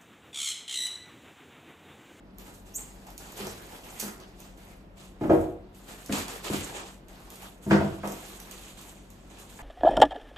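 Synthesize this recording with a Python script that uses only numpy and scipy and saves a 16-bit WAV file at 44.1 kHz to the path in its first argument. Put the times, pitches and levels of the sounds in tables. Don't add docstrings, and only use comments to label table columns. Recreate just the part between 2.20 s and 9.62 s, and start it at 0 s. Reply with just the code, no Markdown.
import sys
import numpy as np
from scipy import signal
from scipy.fft import rfft, irfft
from scipy.io import wavfile

SR = 44100
rng = np.random.default_rng(int(sys.argv[2]) if len(sys.argv) > 2 else 0)


def boost(x):
    u = np.asarray(x, float) / 20
    return 10 ** u


def transcribe(u):
    v = np.clip(np.atleast_2d(u).T, -1, 1)
    q = np.round(v * 32767).astype(np.int16)
    wavfile.write(sys.argv[1], SR, q)


N = 327222

# f/Hz, level/dB
AIR_COLOUR = [(15, -30), (25, 5.5), (56, -5.5), (97, -9), (157, -5), (201, -7.5), (271, 8), (334, -12.5),
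              (579, -8), (728, -13.5), (1260, -20), (4350, -32.5), (6000, -94), (7800, -19), (13200, -120)]
AIR_DB = -48
# f/Hz, level/dB rms
MOTOR_TONES = [(47.5, -56.5), (95, -65.5), (142, -68), (190, -60)]
# f/Hz, likeness/0..1
PORT_LIKENESS = [(60, 0.91), (250, 0.94), (600, 0.54), (1400, 0.043), (3000, 0.043), (7000, 0.6),
                 (14000, 0.97)]
# f/Hz, t60/s
ROOM_FADE = [(60, 0.87), (200, 0.46), (500, 0.51), (1500, 0.47), (4000, 0.41), (8000, 0.39), (14000, 0.27)]
# t/s, hold/s, crackle level/dB, rub level/dB, crackle brightness/dB
RIGHT_PULLS = [(0.189, .03, -53.5, -57, -7), (.255, 0.025, -51.5, -57, -5), (0.335, 0.025, -53, -71, -1),
               (0.457, 0.2, -57, -62.5, -5), (0.577, 0.033, -50.5, -55.5, -4),
               (0.666, 0.23, -62.5, -62.5, 0), (0.865, 0.034, -53, -55, -7), (0.997, .02, -55, -53.5, -4),
               (1.018, 0.17, -49, -54, -8), (1.165, .02, -46, -45.5, 0), (1.194, 0.037, -46.5, -42.5, 1),
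               (1.243, 0.085, -45, -49, -7), (1.36, 0.23, -52.5, -53.5, -1.5),
               (1.633, 0.17, -48.5, -55, -1.5), (1.79, 0.071, -41, -51, -4), (1.991, 0.039, -67, -56, 1),
               (2.07, 0.15, -63, -66, -5), (2.186, 0.087, -54, -58, -10), (2.372, 0.16, -57.5, -60, -4),
               (2.766, .02, -54, -62, -11), (2.796, 0.058, -50, -61.5, -12), (3.012, .06, -59, -54, 2.5),
               (3.11, 0.045, -52.5, -53, 2.5), (3.2, 0.03, -54, -59, -2)]
LEFT_PULLS = [(3.542, 0.16, -58.5, -63.5, -2), (3.68, 0.05, -48.5, -50, -0.5), (3.78, 0.25, -51, -59, -8),
              (3.923, 0.064, -31.5, -37, -9.5), (4.079, 0.082, -42.5, -46, -4.5),
              (4.241, 0.057, -35, -42, -10), (4.326, 0.043, -32.5, -40.5, -10),
              (4.4, 0.098, -39, -46.5, -10.5), (4.54, 0.056, -38.5, -43, -22),
              (4.65, 0.041, -50.5, -55, -8), (4.883, 0.33, -58.5, -58.5, -2), (5.1, 0.1, -53.5, -59, -3),
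              (5.215, 0.039, -45.5, -53, -6), (5.42, 0.095, -51, -63, -5),
              (5.511, 0.017, -37.5, -32.5, -14), (5.6, 0.12, -53, -51, -6), (5.72, .1, -55.5, -58, -7)]
WRAP_PULLS = [(5.842, .17, -45, -53, -7), (6.03, .13, -46, -54, -6.5), (6.19, .1, -52, -56, -6),
              (6.31, 0.015, -43, -53.5, -21), (6.37, .13, -45.5, -56, -10.5),
              (6.569, 0.13, -47.5, -57.5, -6.5), (6.74, 0.12, -57.5, -67, -16), (6.9, .2, -59.5, -66, -13),
              (7.1, 0.086, -52.5, -61.5, -14), (7.18, 0.038, -47, -56.5, -14),
              (7.291, 0.17, -50.5, -62, -5.5)]
# f/Hz, level/dB per Hz
RUB_COLOUR = [(150, -36), (250, -16.5), (383, -7.5), (418, -13), (726, -14.5), (968, 9), (1070, -11.5),
              (5000, -21), (6500, -49), (11000, -120)]
# f/Hz, level/dB per Hz
WRAP_COLOUR = [(880, -32), (1500, -25.5), (3170, 6), (5470, -7), (7220, 0), (9900, -7), (13700, 4),
               (14800, -9)]
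# t/s, peak level/dB, centre f/Hz
CREASE_SNAPS = [(0.1842, -35.5, 7850), (0.868, -42, 6740), (0.9043, -38.5, 10800), (0.9787, -29.5, 6700),
                (1.121, -36.5, 7240), (1.178, -37, 6970), (1.2692, -29, 5000), (1.569, -47, 6820),
                (1.798, -20, 8860), (1.8012, -18, 13100), (1.8108, -20, 13600), (2.001, -43, 3830),
                (2.203, -39, 7040), (2.375, -52, 3630), (3.5477, -48, 6940), (3.861, -31.5, 7570),
                (3.925, -20, 3500), (4.082, -29, 3400), (4.2454, -29, 3400), (4.884, -42.5, 7570),
                (5.103, -36, 7100), (5.157, -37.5, 7010), (5.8748, -31.5, 7260), (5.921, -30.5, 7750),
                (6.201, -34, 7390), (6.312, -31, 8500), (6.613, -39, 7420), (6.903, -43, 7770),
                (7.1015, -48, 3200), (7.1985, -39, 6500)]
# t/s, f/Hz, level/dB
SQUEAK_PATH = [
    (.539, 5800, -53),
    (.546, 6030, -42),
    (.552, 6660, -40.5),
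    (.562, 6930, -29),
    (.569, 7880, -32),
    (.578, 8940, -38),
    (.584, 9000, -64),
]
# t/s, peak level/dB, thud f/Hz, bright edge level/dB, ring level/dB
FOAM_BUMPS = [
    (0.278, -43.5, 657, -21, -22),
    (1.2, -30.5, 237, -24, -9.5),
    (1.268, -35.5, 400, -27, -22),
    (1.826, -30, 330, -16, -9),
    (1.881, -41, 285, 7.5, -9),
    (3.68, -47, 210, -21, -23),
    (3.893, -23.5, 227, -9, -4.5),
    (4.298, -22, 215, -19, -5.5),
    (7.389, -40, 460, 3, -19),
]
FIRST_FALL = [
    (3.009, -22, 220, -36, -5),
    (3.033, -22, 256, -37, -12),
    (3.094, -14, 397, -38, 5.5),
    (3.174, -33, 330, -29, 1.5),
    (3.234, -34, 335, -25, 0),
]
SECOND_FALL = [
    (5.463, -23.5, 226, -23, 0.5),
    (5.509, -10.5, 348, -3.5, -1.5),
    (5.564, -25, 294, -25, -5),
    (5.609, -22.5, 336, -30, -0.5),
    (5.833, -23.5, 560, -12, -5),
    (5.898, -34, 376, -13, -8),
]
# f/Hz, level/dB, t60/s
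FIRST_TONES = [(58, -19, 0.15), (92.7, -15, 0.24), (153.6, -5.5, 0.088), (205, -18, 0.25),
               (322.3, 1.5, 0.23), (366.4, -1, 0.21), (479.6, 2, 0.18), (557, 2, 0.083), (634.4, 0.5, 0.15),
               (702.4, 2, 0.13), (774, -1.5, 0.14)]
# f/Hz, level/dB, t60/s
SECOND_TONES = [(90.5, -11, 0.18), (156.7, -3.5, 0.19), (202.3, 0.5, 0.15), (329, -2, 0.25),
                (382, -7.5, 0.28), (470.7, -8.5, 0.18), (651, 6, 0.052), (664, -10, 0.13),
                (906, 7.5, 0.064), (1166, -8, 0.13), (1320, -24, .08)]
# t/s, delay/samples
LEFT_DELAY = [
    (0, 7),
    (2.4, 7),
    (3.3, 5),
    (3.6, -1),
    (4.8, -5),
    (5.2, 4),
    (5.5, 7),
    (6.1, 4),
    (7.42, 4),
]
# f/Hz, level/dB
PORT_BALANCE = [(60, 3), (110, -1), (200, 0.5), (370, 0.0), (690, 0.0), (1270, 0), (2330, -0.5), (4290, 1),
                (7890, -1.5), (14500, -3.5)]
# f/Hz, level/dB
CAPSULE_TONE = [(20, -16), (40, 2.5), (5000, -1), (6500, 2.5), (8300, -0.5), (8900, -5), (11000, -2.5),
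                (14250, 3), (14500, -27), (14900, -48), (15100, -85)]

ATTACK_DB_PER_S, RELEASE_DB_PER_S = 800, 143
RISE_S = .008
REST_CRACKLE_DB, REST_RUB_DB = -79, -71
SPLIT_HZ = 8700
SNAP_SIDE_DB = 3
CONTACT_S, CONTACT_DOUBLES_DB = .016, 22


def rms_one(x):
    return x / np.sqrt(np.mean(x ** 2) + 1e-20)


def in_time(rows):
    s, *columns = np.transpose(rows)
    return [np.interp(np.arange(N) / SR, s, c) for c in columns]


def at_hz(points, hz):
    table_hz, values = np.array(points).T[:2]
    return np.interp(np.log(hz), np.log(table_hz), values)


def drift(rate):
    r = np.exp(-80 * np.pi * rate / SR)
    white = rng.standard_normal(N // 40 + 2002)
    slow = signal.lfilter([1], [1, -2 * r, r * r], white)[2000:]
    return np.interp(np.arange(N) / 40, np.arange(len(slow)), rms_one(slow))


def patches(rate):
    return 2.0 * drift(rate)


def passed(x, hz, kind, order=2):
    return signal.sosfilt(signal.butter(order, hz, kind, fs=SR, output="sos"), x)


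def ring(x, hz, t60):
    r = boost(-60 / (t60 * SR))
    w = 2 * np.pi * hz / SR
    return signal.lfilter([0, np.sin(w)], [1, -2 * r * np.cos(w), r * r], x)


def bands(white, low_hz, gain):
    out = 0
    edges = low_hz * 2 ** np.arange(0, np.log2(20000 / low_hz), .5)
    for k, (low, high) in enumerate(zip(edges, edges[1:])):
        centre = np.sqrt(low * high)
        mid, side = passed(white[k % 2], [low, high], "band")
        alike = np.clip(at_hz(PORT_LIKENESS, centre), 0, 1)
        both = np.sqrt(1 + alike) * mid + np.sqrt(1 - alike) * side * [[1], [-1]]
        out = out + gain(centre) * both
    return rms_one(out)


def grains(per_s, spread_db, smooth):
    sizes = boost(spread_db * np.minimum(rng.exponential(1, (2, 2, N)), 4))
    white = rng.standard_normal((2, 2, N))
    happens = rng.random(N) < per_s * boost(4.0 * drift(15)) / SR
    return smooth * white + rms_one(sizes * np.sign(white) * happens)


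def background():
    white = rng.standard_normal((2, 2, N))
    air = bands(white, 23.0, lambda hz: boost(at_hz(AIR_COLOUR, hz) + 0.33 * drift(9.6)) * (hz < 8000))
    turn = np.cumsum(1 + 0.00987 * drift(2.97)) / SR
    hum = sum(boost(db + 1 + patches(7.6)) * np.sin(2 * np.pi * hz * turn) for hz, db in MOTOR_TONES)
    return boost(AIR_DB - 5.5) * air + hum


def room(x):
    t = np.arange(SR) / SR
    white = rng.standard_normal((2, 2, SR))
    tail = bands(white, 40, lambda hz: boost(-60 * t / at_hz(ROOM_FADE, hz)))
    tail = rms_one(tail * (1 - np.exp(-t / 0.00067))) / np.sqrt(SR)
    return signal.fftconvolve(x[None], tail, axes=1)[:, :N]


def handling():
    t = np.arange(0, N + 64, 64) / SR
    pulls = RIGHT_PULLS + LEFT_PULLS + WRAP_PULLS
    s, hold, crackle_db, rub_db, bright_db = np.transpose(pulls)[..., None]
    rise_db = np.minimum(ATTACK_DB_PER_S * (t - s - RISE_S), 0)
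    fall_db = RELEASE_DB_PER_S * np.maximum(t - s - hold, 0)
    layers = [(crackle_db, REST_CRACKLE_DB),
              (crackle_db + bright_db, REST_CRACKLE_DB + 1.0),
              (rub_db, REST_RUB_DB)]
    gains = []
    for db, rest_db in layers:
        power = (boost(db + rise_db - fall_db) ** 2).sum(axis=0) + boost(rest_db) ** 2
        gains.append(np.interp(np.arange(N) / SR, t, np.sqrt(power)))
    return gains


def foam_rub(strength):
    clicks = grains(600, 5.8, smooth=2.0)
    rub = bands(clicks, 230.0, lambda hz: boost(at_hz(RUB_COLOUR, hz) + patches(10.1)) * (hz < 6000))
    return strength * rub


def wrap_crackle(strength, bright):
    clicks = grains(1300, 8.2, smooth=2.7)
    wrap = bands(clicks, 1161, lambda hz: boost(at_hz(WRAP_COLOUR, hz) + patches(22.4)))
    body = passed(wrap, SPLIT_HZ, "low", order=4)
    top = passed(wrap, SPLIT_HZ, "high", order=4)
    return strength * body + boost(1.5) * bright * top


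def snaps():
    out, t = np.zeros((2, N + SR)), np.arange(2000) / SR
    sides = SNAP_SIDE_DB * np.array([[-1], [1]])
    for s, db, hz in CREASE_SNAPS:
        burst = rng.standard_normal(len(t)) * np.exp(-t / .0015)
        click = passed(burst, [hz / 1.9, min(hz * 2.1, 20000)], "band", order=1)
        start = round(s * SR)
        out[:, start:start + len(t)] += boost(db - 3 + sides) * click / abs(click).max()
    return out[:, :N]


def squeak():
    hz, db = in_time(SQUEAK_PATH)
    t, out = np.arange(N) / SR, 0
    for spot, spot_db in [(1, -2), (.93, -8), (1.1, -4.5)]:
        phase = 2 * np.pi * np.cumsum(spot * hz * (1 + .018 * drift(400))) / SR
        grip = boost(db + spot_db + 4.5 * drift(300))
        out = out + grip * (np.sin(phase) + boost(-2.5) * np.sin(2 * phase))
    return out * ((t > SQUEAK_PATH[0][0]) & (t < SQUEAK_PATH[-1][0]))


def knocks(rows, tones):
    out, t = np.zeros(N + SR), np.arange(SR // 2) / SR
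    for s, db, thud_hz, edge_db, ring_db in rows:
        contact = CONTACT_S * 2 ** ((db + 21) / CONTACT_DOUBLES_DB)
        crush = rng.standard_normal(len(t))
        shape = np.exp(-t / np.clip(contact, .002, .08)) * (1 - np.exp(-t / .004))
        thud = passed(crush * shape, [thud_hz / 2.33, thud_hz * 1.8], "band")
        push = passed((t == 0) * 1., 1.38 * thud_hz, "low")
        rung = sum(boost(tone_db) * ring(push, hz, t60) for hz, tone_db, t60 in tones)
        rung = rung * (1 - np.exp(-t / 0.0088))
        edge = passed(crush * np.exp(-t / .011), 750, "high")
        edge = passed(edge, 1600, "low", order=3)
        hit = thud / abs(thud).max()
        hit = hit + boost(ring_db) * rung / abs(rung).max()
        hit = hit + boost(edge_db) * edge / abs(edge).max()
        start = round(s * SR)
        out[start:start + len(t)] += boost(db - 2.5) * hit
    return out[:N]


def scene():
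    crackle, bright, rubbing = handling()
    wrap = wrap_crackle(crackle, bright)
    rub = foam_rub(rubbing)
    ticks, whistle = snaps(), squeak()
    hits = knocks(FOAM_BUMPS, SECOND_TONES)
    hits = hits + knocks(FIRST_FALL, FIRST_TONES) + knocks(SECOND_FALL, SECOND_TONES)
    wet = room(boost(1.5) * hits + boost(5.5) * ticks.mean(axis=0) + boost(-5.0) * whistle)
    near = boost(1.0) * hits + boost(4.0) * ticks + whistle * boost(np.array([[-2.5], [-1.5]]))
    return near + wet + boost(-2.5) * wrap + boost(4.0) * rub + background()


def top_cut(x):
    return signal.sosfilt(signal.butter(12, 15110, fs=SR, output="sos"), x)


def record(dry):
    hz = np.arange(N // 2 + 1) * SR / N + 1
    tilt = boost(at_hz(PORT_BALANCE, hz) / 2)
    tone = rfft(dry) * boost(at_hz(CAPSULE_TONE, hz)) * [tilt, 1 / tilt]
    lower = 1 / (1 + (hz / 4600) ** 6)
    low = irfft(tone * lower, N)
    high = irfft(tone * (1 - lower), N)
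    late = np.interp(np.arange(N) - in_time(LEFT_DELAY)[0], np.arange(N), low[0])
    return top_cut(high + [late, low[1]])


dry = scene()
out = record(dry)
transcribe(out)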